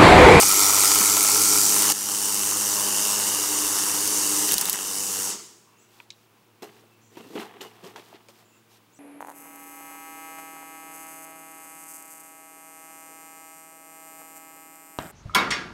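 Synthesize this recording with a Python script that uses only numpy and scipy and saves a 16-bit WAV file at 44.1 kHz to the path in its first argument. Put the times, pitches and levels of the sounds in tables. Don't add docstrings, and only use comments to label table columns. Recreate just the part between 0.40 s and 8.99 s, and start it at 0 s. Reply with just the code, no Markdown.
import sys
import numpy as np
from scipy import signal
from scipy.fft import rfft, irfft
from scipy.io import wavfile
from scipy.ndimage import uniform_filter1d

SR = 44100
rng = np.random.default_rng(int(sys.argv[2]) if len(sys.argv) > 2 else 0)


def rack_gain(trim_db):
    fader = np.asarray(trim_db, float)
    return 10 ** (fader / 20)


def log_audio(samples):
    frames = np.atleast_2d(samples).T
    limited = np.clip(frames, -1, 1)
    pcm = np.round(limited * 32767).astype(np.int16)
    wavfile.write(sys.argv[1], SR, pcm)


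N = 378806
T = np.arange(N) / SR
SIZE = 512
HZ = np.fft.rfftfreq(SIZE, 1 / SR)
FRAMES = np.arange(N // (SIZE // 4) + 2) * (SIZE // 4) / SR
STOP_S, BRAKE_S = 4.875, 0.089
SILENT_S = 5.35
STRIKE = 1 + 5.1 * np.exp(-np.arange(6000) / 10.0)


def evened(x):
    return x / np.sqrt(np.mean(x ** 2) + 1e-20)


def read(points, hz):
    f, value = np.transpose(points)
    return np.interp(np.log(hz + 1), np.log(f + 1), value)


def columns(rows, t):
    s, *values = np.transpose(rows)
    return [np.interp(t, s, v) for v in values]


def steps(rows, blend):
    s, *values = np.transpose(rows)
    held = np.array(values)[:, np.searchsorted(s[1:], T)]
    return uniform_filter1d(held, max(int(blend * SR), 1), axis=1)


def plateau(t, s, length):
    return np.exp(-((t - s - length / 2) / (length / 2)) ** 4)


def add(mix, s, sound):
    part = mix[round(s * SR):][:len(sound)]
    part += sound[:len(part)]


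def highpassed(x, hz):
    return signal.sosfilt(signal.butter(2, hz, "high", fs=SR, output="sos"), x)


def coloured(x, points):
    gain = rack_gain(read(points, np.fft.rfftfreq(len(x), 1 / SR)))
    return evened(irfft(rfft(x) * gain, len(x)))


def filtered(x, gain):
    overlap = SIZE * 3 // 4
    z = signal.stft(x, nperseg=SIZE, noverlap=overlap)[2]
    return signal.istft(z * gain[:, :z.shape[1]], nperseg=SIZE, noverlap=overlap)[1][:N]


def slow(hz):
    chance = uniform_filter1d(rng.standard_normal(N), int(SR / hz / 4))
    return evened(signal.lfilter([1], [1, -np.exp(-2 * np.pi * hz / SR)], chance))


def grains(per_s, spread_db, length):
    size = rack_gain(spread_db * np.minimum(rng.exponential(1, N), 3)) * (rng.random(N) < per_s / SR)
    decay = np.exp(-np.arange(400) / (length * SR))
    return evened(signal.oaconvolve(size, decay)[:N] * rng.standard_normal(N))


def burst(db, hz, width_hz, t60, chance):
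    t = np.arange(len(chance)) / SR
    edges = [max(hz - width_hz / 2, 20), min(hz + width_hz / 2, 17000)]
    band = signal.butter(3, edges, "band", fs=SR, output="sos")
    x = signal.sosfilt(band, chance * rack_gain(-60 * t / t60))
    return rack_gain(db) * x / abs(x).max()


def braked(t):
    return np.clip((t - STOP_S) / BRAKE_S, 0, 1)


def hiss_level(t):
    # (time [s], hiss at full microphone gain [dB])
    load = [(0, -17), (.5, -17), (.85, -18), (1.1, -17.5), (1.3, -18), (1.5, -18.5), (2.2, -17.5),
            (2.7, -17), (2.92, -18.5), (4.03, -17.5), (4.08, -17.5), (4.13, -17.5), (4.89, -17.5)]
    # (time [s], drop [dB], share that stays down [0-1], recovery [s])
    ducks = [
        (1.526, 12, 0.46, 0.13),
        (4.146, 6.5, 0.55, 0.11),
        (4.182, 4, 0, 0.016),
        (4.225, 2, 0, 0.1),
        (4.299, 6, 0.02, 0.022),
        (4.36, 4, 0, 0.14),
    ]
    ring_out_s = np.maximum(t - STOP_S - BRAKE_S, 0)
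    db = columns(load, t)[0] - 11.5 * braked(t) ** 2 - 89 * ring_out_s
    for s, drop_db, stays, back in ducks:
        db = db - drop_db * (t > s) * (stays + (1 - stays) * np.exp(-abs(t - s) / back))
    return db


def tones():
    # (time [s], head speed [turns per s], motor tone [Hz])
    speeds = [(0, 98.6, 403), (.6, 99.3, 411), (.8, 100.6, 414), (1.5, 101.5, 421), (2.1, 101.6, 423),
              (2.3, 101.7, 411), (2.82, 101.8, 413), (2.94, 100.3, 414), (3.5, 100.4, 418),
              (4.1, 100.2, 416), (4.4, 96.2, 420), (4.57, 97.6, 419), (5, 97.5, 421)]
    # (from [s], head orders 2, 3, 5 and motor tone [dB to hiss])
    stances = [(0, -35.5, -24.5, -39, -27.5), (.35, -35, -24.5, -36, -27), (.65, -31, -25, -43, -25.5),
               (1, -27, -21.5, -41, -24), (1.53, -24.5, -24, -30.5, -30), (2.2, -23, -24.5, -30, -27.5),
               (2.65, -24, -28, -28.5, -25), (2.95, -30, -17, -27.5, -23.5), (3.8, -27, -16.5, -31, -22),
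               (4.15, -24, -30, -27, -26), (4.46, -26, -24.5, -22, -31)]
    # (head order [multiple of turn rate], level [dB to order 2])
    weak_orders = [(4, -11.5), (8, -4.5), (10, -11)]
    # (multiple of the motor tone, level [dB to the tone])
    motor_orders = [(.765, -4.5), (1.013, -7.5), (1.175, -8), (1.245, -12.5), (1.496, -14), (1.98, -6)]
    # (time [s], level [dB to order 2])
    whine = [(0, -14), (2.1, -13), (2.25, -3), (2.75, -2), (2.9, -10), (5, -8)]
    speed, motor_hz = columns(speeds, T)
    order_1_db = -30.5 - 5 * plateau(T, 4.11, 0.38)
    *db, motor_db = hiss_level(T) + np.vstack([order_1_db, steps(stances, .08)])
    turns = np.cumsum(speed * (1 + 0.00593 * slow(14.4))) / SR
    cycles = np.cumsum(motor_hz * (1 + .0045 * slow(12.8))) / SR
    lines = [(k * turns, d) for k, d in zip([1, 2, 3, 5], db)]
    lines += [(k * turns, db[1] + d) for k, d in weak_orders]
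    lines += [(6.1 * turns + .12 * slow(20), db[1] + columns(whine, T)[0]), (cycles, motor_db)]
    lines += [(k * cycles, motor_db + d) for k, d in motor_orders]
    waver = [slow(8), slow(18), slow(12.4)]
    out = np.zeros(N)
    for k, (turn, d) in enumerate(lines):
        out += rack_gain(d + 2.2 * waver[k % 3]) * np.sin(2 * np.pi * (turn + rng.random()))
    return np.sqrt(2) * np.clip((4.99 - T) / 0.027, 0, 1) * out, turns


def line_sweeps(turns):
    # (from [s], bite of the second line end [0-1])
    line_ends = [(0, 0.36), (1.3, 0.3), (2.8, 0.56), (4.3, 0)]
    bite = rng.standard_normal((2000, 2))[(2 * turns).astype(int)]
    phase = 2 * turns % 1 - .5 - 0.035 * bite[:, 1]
    sweep = np.exp(-(phase / 0.34) ** 2) * rack_gain(1.6 * np.clip(bite[:, 0], -1.6, 1.6))
    return sweep * np.where(turns % 1 < .5, 1, steps(line_ends, .2)[0])


def guard(drive):
    # (frequency [Hz], width [Hz], level [dB])
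    guard_modes = [
        (1308, 156, 2.5),
        (2268, 640, -2.5),
        (5740, 400, 0),
    ]
    away_s = 1.2
    out, span = np.zeros(N), 2 * SR
    for hz, width, db in guard_modes:
        turn = np.exp(2j * np.pi * np.cumsum(hz * (1 + 0.032 * T[:span])) / SR)
        r = np.exp(-np.pi * width / SR)
        ring = turn * signal.lfilter([1], [1, -2 * r, r * r], drive[:span] / turn)
        out[:span] += rack_gain(db) * evened(ring.real)
    fade = np.clip((span / SR - T) / .3, 0, 1)
    turned_db = -15.5 - 4.5 * T + (T > away_s) * (-5 - 10.5 * (T - away_s))
    return fade * rack_gain(hiss_level(T) + turned_db) * out


def line_spectrum(far, brake, hiss_db, boom_db, ring_db):
    # (frequency [Hz], level [dB per Hz])
    near_hiss = [(330, -42.5), (560, -19), (772, -10.5), (926, -7), (1240, -6.5), (1350, -10.5),
                 (1670, -17), (2140, -8), (2650, -19), (2950, -10), (3490, -8), (4250, -8), (4600, -3),
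                 (5700, -3), (7330, 0), (14200, -7), (15100, -8), (15800, -10.5)]
    # (frequency [Hz], level [dB per Hz])
    far_hiss = [(330, -42), (560, -10.5), (730, -11.5), (913, -1), (1890, -10.5), (2250, -13), (2450, -17),
                (2720, -4.5), (2850, -3), (3050, -5.5), (3280, -13), (3700, -8), (4200, -9), (4500, -4),
                (5150, -2), (5750, 2.5), (7330, 2.5), (9290, 2), (10800, -3), (14900, -6.5), (15800, -14)]
    treble_db = -2.5 + 2 * far - 22 * brake
    shape_db = read(near_hiss, HZ)[:, None] * (1 - far) + read(far_hiss, HZ)[:, None] * far
    shape = rack_gain(shape_db + np.clip((HZ[:, None] - 7000) / 7000, 0, 1) * treble_db)
    bands = np.array([[600, 1700], [1700, 3800], [3800, 15500]])  # boom, ring, hiss [Hz]
    have = np.array([(shape[(HZ >= lo) & (HZ < hi)] ** 2).sum(0) / len(HZ) for lo, hi in bands])
    lift_db = np.array([hiss_db + boom_db, hiss_db + ring_db, hiss_db]) - 10 * np.log10(have)
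    lift_db = uniform_filter1d(lift_db[np.searchsorted(bands[:2, 1], HZ)], size=3, axis=0)
    patches = uniform_filter1d(rng.standard_normal(shape.shape), size=4, axis=0)
    patches = evened(uniform_filter1d(patches, size=30, axis=1))
    return shape * rack_gain(lift_db + 1.29 * patches) * (FRAMES < SILENT_S)


def trimmer():
    # (time [s], distance [0 near - 1 far])
    distance = [(0, 0.26), (1, 0.43), (1.5, 0.83), (2.6, 1.16), (3, 0.95), (4.9, 0.97), (5, 0.44)]
    # (time [s], tip [-1 to 1])
    lean_curve = [(0, 0.22), (.3, 0.68), (.9, -0.19), (1.1, -0.38), (1.25, -0.62), (1.48, 0.64),
                  (1.7, 0.36), (2.05, 0.28), (2.85, 0.84), (3.1, 0.84), (4, 0.19), (4.6, 0.4)]
    # (frequency [Hz], level of the throbbing share [dB])
    throb = [(600, -1.5), (1300, -7.5), (3000, -1), (5000, -10.5), (6500, -19), (9000, 1.5), (12000, -4.5),
             (15000, -6)]
    # (frequency [Hz], level [dB per Hz])
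    rumble_colour = [(30, -33.5), (85, -22.5), (130, -14), (170, -9), (250, -8.5), (320, -4.5), (420, 0.5),
                     (500, -12), (570, -15.5), (700, -21)]
    hum, turns = tones()
    sweep = line_sweeps(turns)
    grit = rng.standard_normal(N) + .4 * grains(900, 4.2, .00005)
    grit = 5.5 * np.tanh(grit / 5.5)
    far, lean = columns(distance, FRAMES)[0], columns(lean_curve, FRAMES)[0]
    brake, hiss_db = braked(FRAMES), hiss_level(FRAMES)
    snag = plateau(FRAMES, 4.08, 0.39)
    boom_db = -16.5 + 0.5 * far + 4.5 * snag + 2.5 * brake + 3 * lean
    ring_db = -17 + 1.5 * far + 5.5 * snag + 3 * brake + 3.5 * lean
    shape = line_spectrum(far, brake, hiss_db, boom_db, ring_db)
    share = (0.81 - .05 * FRAMES) * (1 - brake)
    share = np.clip(share * rack_gain(read(throb, HZ))[:, None], 0, 1)
    whip = filtered(evened(sweep * grit), shape * np.sqrt(share))
    air = filtered(rng.standard_normal(N), shape * np.sqrt(1 - share))
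    rumble_db = uniform_filter1d(np.interp(T, FRAMES, hiss_db + boom_db), size=800)
    rumble_db = rumble_db - 3 + 8.5 * braked(T)
    rumble = rack_gain(rumble_db) * (T < SILENT_S) * coloured(rng.standard_normal(N), rumble_colour)
    return hum + guard((.5 + sweep) * grit) + whip + air + rumble


def yard():
    # (frequency [Hz], level [dB per Hz])
    wash = [(25, -23), (45, -27.5), (80, -20.5), (105, -10.5), (150, -6), (280, -7.5), (350, -1.5),
            (520, -11.5), (1040, -8.5), (1800, -15.5), (2700, -14), (4000, -19.5), (10500, -25),
            (14800, -24), (16000, -17)]
    # (frequency [Hz], level [dB])
    pump = [(112, -67.5), (222, -71.5), (296, -78.5), (355, -73.5), (475, -75.5)]
    # (time [s], level [dB])
    pump_swell = [(5.0, -3), (6.0, -2.5), (6.5, 2), (8.6, -1)]
    # (time [s], peak [dB])
    puffs = [
        (0.129, -43.5),
        (0.589, -52.5),
        (1.019, -52),
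        (3.239, -47.5),
        (4.129, -49),
        (4.299, -54),
        (4.439, -58),
    ]
    out = rack_gain(-59 + 0.6 * slow(3.6)) * coloured(rng.standard_normal(N), wash)
    swell_db = columns(pump_swell, T)[0]
    for hz, db in pump:
        level = np.sqrt(2) * rack_gain(db + swell_db + 1.6 * slow(6.5))
        out += level * np.sin(2 * np.pi * hz * T + 0.47 * slow(5.5))
    for s, db in puffs:
        add(out, s - .02, burst(db, 48, 40, 0.21, rng.standard_normal(5000)))
    return out


def flicks():
    # (time [s], peak [dB])
    tip_hits = [(0.0176, -8.5), (0.0268, -8.5), (0.0887, -6), (0.14, -6), (0.16, -8), (0.2029, -6),
                (0.2119, -6), (0.3351, -7), (0.5566, -13), (0.5556, -4), (0.6076, -5), (0.6893, -10),
                (0.6977, -10), (0.7776, -8), (0.8285, -4), (0.838, -4), (0.8978, -8.5), (0.9178, -7),
                (0.9487, -9), (0.968, -7), (1.0081, -9), (1.0181, -5), (1.047, -5), (1.0869, -8),
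                (1.1748, -9), (1.2062, -9), (1.2353, -6), (1.294, -8.5), (1.3538, -10), (1.363, -10),
                (1.3723, -7), (1.4132, -8.5), (1.4222, -8), (1.5006, -5.5)]
    out = np.zeros(N)
    for s, db in tip_hits:
        add(out, s + 0.00073, burst(db - 3.5, 10700, 6600, .014, rng.standard_normal(700)))
    return out


def slaps():
    # (time [s], peak [dB])
    flat_hits = [(0.027, -11.5), (0.131, -17), (0.376, -14), (0.406, -30.5), (0.436, -17), (0.506, -17.5),
                 (0.517, -19), (0.558, -17.5), (0.565, -18.5), (0.612, -16), (0.637, -21), (0.768, -17),
                 (0.848, -17), (0.889, -15.5), (0.959, -17.5), (1.156, -20), (1.235, -25.5), (1.343, -24),
                 (1.364, -20.5), (1.442, -23), (1.502, -17)]
    out, t = np.zeros(N), np.arange(900) / SR
    push_s = .00006
    push = (1 - t / push_s / 2) * np.exp(-t / push_s / 2)
    for s, db in flat_hits:
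        chance = rng.standard_normal(900)
        ring = burst(db - 3, 1700, 2200, 0.021, chance)
        hollow = burst(db - 6.5, 1020, 500, 0.042, chance)
        add(out, s + .001, -rack_gain(db + 8) * push + ring + hollow)
    return out


def knocks():
    # (time [s], peak [dB], centre [Hz], t60 [s])
    thumps = [(0.604, -26, 200, 0.2), (4.215, -40, 185, 0.15), (4.262, -39, 170, 0.15),
              (5.6015, -42.5, 950, .03), (6.226, -45, 390, .07), (6.2505, -40, 600, 0.03),
              (6.7745, -38, 330, .04), (6.8, -39, 230, 0.12), (6.86, -44, 260, .12), (6.904, -38, 300, .1),
              (6.935, -44, 340, .04), (6.9545, -24, 320, 0.07), (6.987, -30, 230, 0.1),
              (7.02, -38, 330, .08), (7.049, -38, 845, 0.06), (6.238, -41, 800, .04), (7.58, -40, 600, .05),
              (7.745, -40, 400, .06), (7.21, -37, 410, .07), (7.444, -37.5, 354, 0.063),
              (7.56, -34, 950, .035), (7.728, -41, 900, .025), (7.887, -46, 560, 0.08),
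              (6.772, -39, 950, .06), (7.436, -40, 180, .1)]
    out, t = np.zeros(N), np.arange(6000) / SR
    for s, db, hz, t60 in thumps:
        tone = rack_gain(db - 60 * t / t60) * -np.expm1(-t * hz * 3) * np.sin(2 * np.pi * hz * t)
        rattle = burst(db - 6.5, 1.3 * hz, 1.6 * hz, 1.33 * t60, rng.standard_normal(6000) * STRIKE)
        add(out, s, tone + rattle)
    return highpassed(out, 120)


def snaps():
    # (time [s], peak [dB], lowest frequency [Hz])
    cracks = [(1.5218, -3, 4000), (4.0903, -10, 1500), (4.1208, 3, 4500), (4.1411, 0, 4800),
              (4.1819, 2, 4300), (4.2044, -18, 9000), (4.2122, 1, 4300), (4.2552, -8, 8000),
              (4.2798, -12, 3000), (4.2866, -11, 800), (4.2971, 1, 4000), (4.3300, -3, 4200),
              (4.1325, -10, 6000), (4.1525, -16, 3000), (4.1665, -17, 2000), (4.2465, -19, 9000)]
    out = np.zeros(N)
    for s, db, low_hz in cracks:
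        chance = rng.standard_normal(1200)
        crack = burst(db, low_hz / 2 + 8400, 16800 - low_hz, 0.012, chance * STRIKE[:1200])
        add(out, s, crack + burst(db - 18, 8800, 9600, 0.073, chance[::-1]))
    return highpassed(out, 120)


def pings():
    # (time [s], peak [dB], frequency [Hz], t60 [s])
    plastic_modes = [(5.6017, -29, 2500, .009), (5.6018, -38, 3300, .008), (5.7042, -23, 3900, .007),
                     (5.7042, -30, 5220, .008), (5.7043, -33, 6000, .008), (5.7044, -30, 4450, .007),
                     (5.7065, -41, 2200, .015), (5.7213, -43, 3900, .012), (5.737, -50, 3950, .012),
                     (6.2295, -35, 5250, .014), (6.2295, -39, 4150, .014), (6.2295, -39, 2800, .016),
                     (6.2305, -32, 700, .025), (6.2475, -33, 650, .025), (6.7700, -26, 360, .03),
                     (6.988, -29, 300, .06), (6.865, -40, 270, .08), (6.908, -36, 310, .05),
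                     (6.9625, -38, 3200, .02), (6.997, -38, 5500, .012), (6.9245, -33, 380, .025),
                     (7.008, -37, 2800, .03), (7.033, -37, 1500, .02), (7.2085, -38, 2950, .05),
                     (7.5605, -34, 3300, .012), (7.728, -35, 650, .018), (4.15, -33, 200, .09),
                     (4.225, -35, 260, .08), (4.335, -37, 190, .12), (7.4425, -39, 1100, .02),
                     (7.886, -46, 2400, .015), (7.886, -47, 4500, .012)]
    out, t = np.zeros(N), np.arange(6000) / SR
    for s, db, hz, t60 in plastic_modes:
        add(out, s, rack_gain(db - 60 * t / t60) * np.expm1(-2 * t * hz) * np.sin(2 * np.pi * hz * t))
    return highpassed(out, 100)


def ticks():
    # (time [s], peak [dB], centre [Hz], width [Hz], t60 [s])
    clicks = [(4.2255, -22, 2500, 3600, .02), (4.2545, -20, 4000, 1500, .02), (4.342, -24, 1700, 800, .04),
              (4.3735, -24, 2500, 3600, .015), (5.272, -54, 1085, 250, .3), (5.443, -54, 2600, 3000, .03),
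              (5.6035, -42, 2000, 1400, 0.015), (5.6018, -47, 4300, 2000, .015),
              (5.7042, -32, 5200, 3600, 0.03), (5.705, -41, 2300, 1000, 0.025),
              (5.707, -49, 3800, 600, 0.07), (5.7215, -46, 4300, 3000, .03), (5.729, -49, 4600, 2200, .05),
              (5.79, -54, 5500, 3000, .03), (6.222, -39, 2810, 2000, .04), (6.2298, -36, 5000, 7000, 0.02),
              (6.2298, -44, 5000, 1200, 0.04), (6.769, -50, 2500, 3600, 0.03),
              (6.960, -32, 2000, 2600, 0.06), (7.000, -35, 4800, 3000, .05),
              (7.208, -32, 3200, 1500, 0.071), (7.212, -31, 5530, 4030, 0.06),
              (7.466, -39, 5230, 3000, .03), (7.5605, -31, 3200, 4200, 0.05),
              (7.739, -41, 2600, 3000, 0.05), (7.747, -44, 3000, 2400, .04), (7.756, -41, 2600, 3600, 0.04),
              (7.764, -46, 2000, 2400, 0.04), (7.8856, -38, 5500, 7000, .025),
              (7.613, -45, 5000, 6000, .03), (7.4506, -39, 6000, 5000, .025),
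              (7.4426, -40, 2500, 3000, .03), (7.366, -48, 2500, 2000, .03), (7.232, -38, 1500, 1800, .04),
              (6.757, -47, 2700, 1000, .04), (6.437, -46, 400, 500, .03)]
    out = np.zeros(N)
    for s, db, hz, width_hz, t60 in clicks:
        click = burst(db, hz, width_hz, 1.7 * t60, rng.standard_normal(6000) * STRIKE)
        add(out, s, click + burst(db - 19, hz, width_hz, 4 * t60, rng.standard_normal(6000)))
    return highpassed(out, 120)


def squeaks():
    # (time [s], length [s], frequency [Hz], level [dB])
    slides = [
        (5.27, 0.24, 2700, -72),
        (6.362, 0.24, 2650, -70),
        (6.75, .15, 2720, -62),
        (7.207, 0.08, 2900, -55),
        (8.088, .09, 2700, -64),
    ]
    wobble, flutter = slow(60), slow(30)
    out = np.zeros(N)
    for s, length, hz, db in slides:
        tone = np.sin(2 * np.pi * hz * T + .9 * wobble)
        out += rack_gain(db + 3.1 * flutter) * plateau(T, s, length) * tone
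    return out


def bird():
    # (time [s], start [Hz], top [Hz], rise [s], length [s], level [dB])
    chirps = [
        (5.366, 5850, 8050, .04, 0.086, -62),
        (6.602, 5770, 7680, 0.013, 0.12, -65.5),
        (8.03, 6840, 7670, 0.018, .17, -68),
        (8.52, 5770, 8540, 0.037, .08, -61),
    ]
    out, trill = np.zeros(N), abs(slow(155))
    for s, start_hz, top_hz, rise, length, db in chirps:
        t = np.arange(0, length, 1 / SR)
        dip = np.sin(np.pi * 70 * (t - rise) + .5 * trill[:len(t)]) ** 2 * (t > rise)
        hz = np.interp(t, [0, rise], [start_hz, top_hz]) - (top_hz - start_hz) * dip
        whistle = np.sin(2 * np.pi * np.cumsum(hz) / SR)
        add(out, s, rack_gain(db) * whistle * signal.windows.tukey(len(t), .3))
    echoes = rng.standard_normal(8000) * rack_gain(-60 * np.arange(8000) / SR / .35)
    echoes = echoes / np.linalg.norm(echoes)
    return 0.93 * out + 1.05 * signal.oaconvolve(out, echoes)[:N]


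def scuffs():
    # (frequency [Hz], level [dB per Hz])
    body_colour = [(76, -62), (130, -40), (178, -6), (231, -8.5), (269, -10), (416, 2), (506, -9),
                   (620, -31), (810, -49), (1360, -120)]
    # (frequency [Hz], level [dB per Hz])
    rasp_colour = [(350, -28), (600, -15), (656, -4), (765, -2), (1240, -6.5), (1470, -13), (1860, -8.5),
                   (2320, -13.5), (2640, -11), (3500, -15.5), (4550, -27), (7700, -120)]
    # (frequency [Hz], level [dB per Hz])
    fizz_colour = [(2060, -8.5), (3500, -2.5), (4450, -3), (9300, -9), (10600, -12.5), (13400, -7.5),
                   (15800, -20)]
    # (peak time [s], rise [s], body [dB], rasp [dB to body], fizz [dB to body])
    jerks = [(6.223, 0.002, -40, -3.5, -7), (6.771, .003, -45, -2, -7), (6.95, 0.099, -45, -7, -6.5),
             (6.955, 0.0042, -31, -6, -18), (7.035, .04, -47, 1, -12), (7.005, 0.051, -44, 6.5, -1),
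             (7.2, .015, -43, -9, -27), (7.212, 0.0064, -43, 1.5, -0.5), (7.444, 0.02, -39, -9, -12.5),
             (7.47, 0.028, -48, 1, -4), (7.555, .03, -52, -9, -22), (7.56, 0.0035, -47, 4.5, -5),
             (7.586, 0.019, -49, -15, -5), (7.754, 0.081, -55.5, 2.5, -9.5), (7.889, 0.0091, -54.5, -3, -1)]
    # (time [s], length [s], body [dB], rasp [dB to body], fizz [dB to body])
    drags = [
        (6.26, 0.18, -61, -1.5, -11),
        (6.723, 0.078, -57.5, -3, -4),
        (6.802, 0.12, -55, -6, -4.5),
        (6.78, .17, -58, -3, -20),
        (7.066, 0.23, -55.5, 0.5, -11.5),
        (7.287, 0.23, -64, 5, -1),
        (7.64, 0.097, -62, 1, 2),
        (7.8, 0.088, -72, -7, 0),
        (7.938, 0.092, -75, 14, 13.5),
    ]
    # (time [s], length [s], level [dB])
    rustles = [
        (5.498, 0.15, -60.5),
        (5.72, 0.15, -67.5),
        (6.322, 0.1, -68),
        (8.297, 0.088, -59.5),
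    ]
    slips = grains(260, 2.5, 0.004) + 0.84 * rng.standard_normal(N)
    body, rasp = coloured(slips, body_colour), coloured(slips, rasp_colour)
    fizz = coloured(grains(1500, 2.2, 0.00055) + rng.standard_normal(N), fizz_colour)
    power, first = np.zeros((3, N)), 6 * SR
    t = T[first:]
    fall = np.array([[231], [211], [220]])  # body, rasp, fizz [dB per s]
    for s, rise, db, rasp_db, fizz_db in jerks:
        shape_db = np.where(t < s, 20 * (t - s) / rise, fall * (s - t))
        layer_db = db + np.array([[0], [rasp_db], [fizz_db]])
        power[:, first:] += rack_gain(layer_db + shape_db) ** 2 * (t > s - rise)
    for s, length, db, rasp_db, fizz_db in drags:
        layer_db = db + np.array([[0], [rasp_db], [fizz_db]])
        power[:, first:] += rack_gain(layer_db) ** 2 * plateau(t, s, length)
    out = highpassed((np.sqrt(power) * [body, rasp, fizz]).sum(0), 110)
    for s, length, db in rustles:
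        out += rack_gain(db) * plateau(T, s, length) * (fizz + .5 * rasp)
    return out


def scene():
    running = trimmer() + yard() + flicks() + slaps()
    struck = knocks() + snaps() + pings() + ticks()
    return (running + struck + squeaks() + bird() + scuffs())[None]


def top_cut(x):
    return signal.sosfilt(signal.butter(12, 17000, fs=SR, output="sos"), x)


def record(dry):
    limited = 0.93 * np.tanh(dry / 1.01)
    edge = signal.oaconvolve(limited, signal.firwin(767, 15800, fs=SR)[None], "same")
    mix = edge + .008 * (limited - edge)
    return top_cut(mix)


dry = scene()
out = record(dry)
log_audio(out)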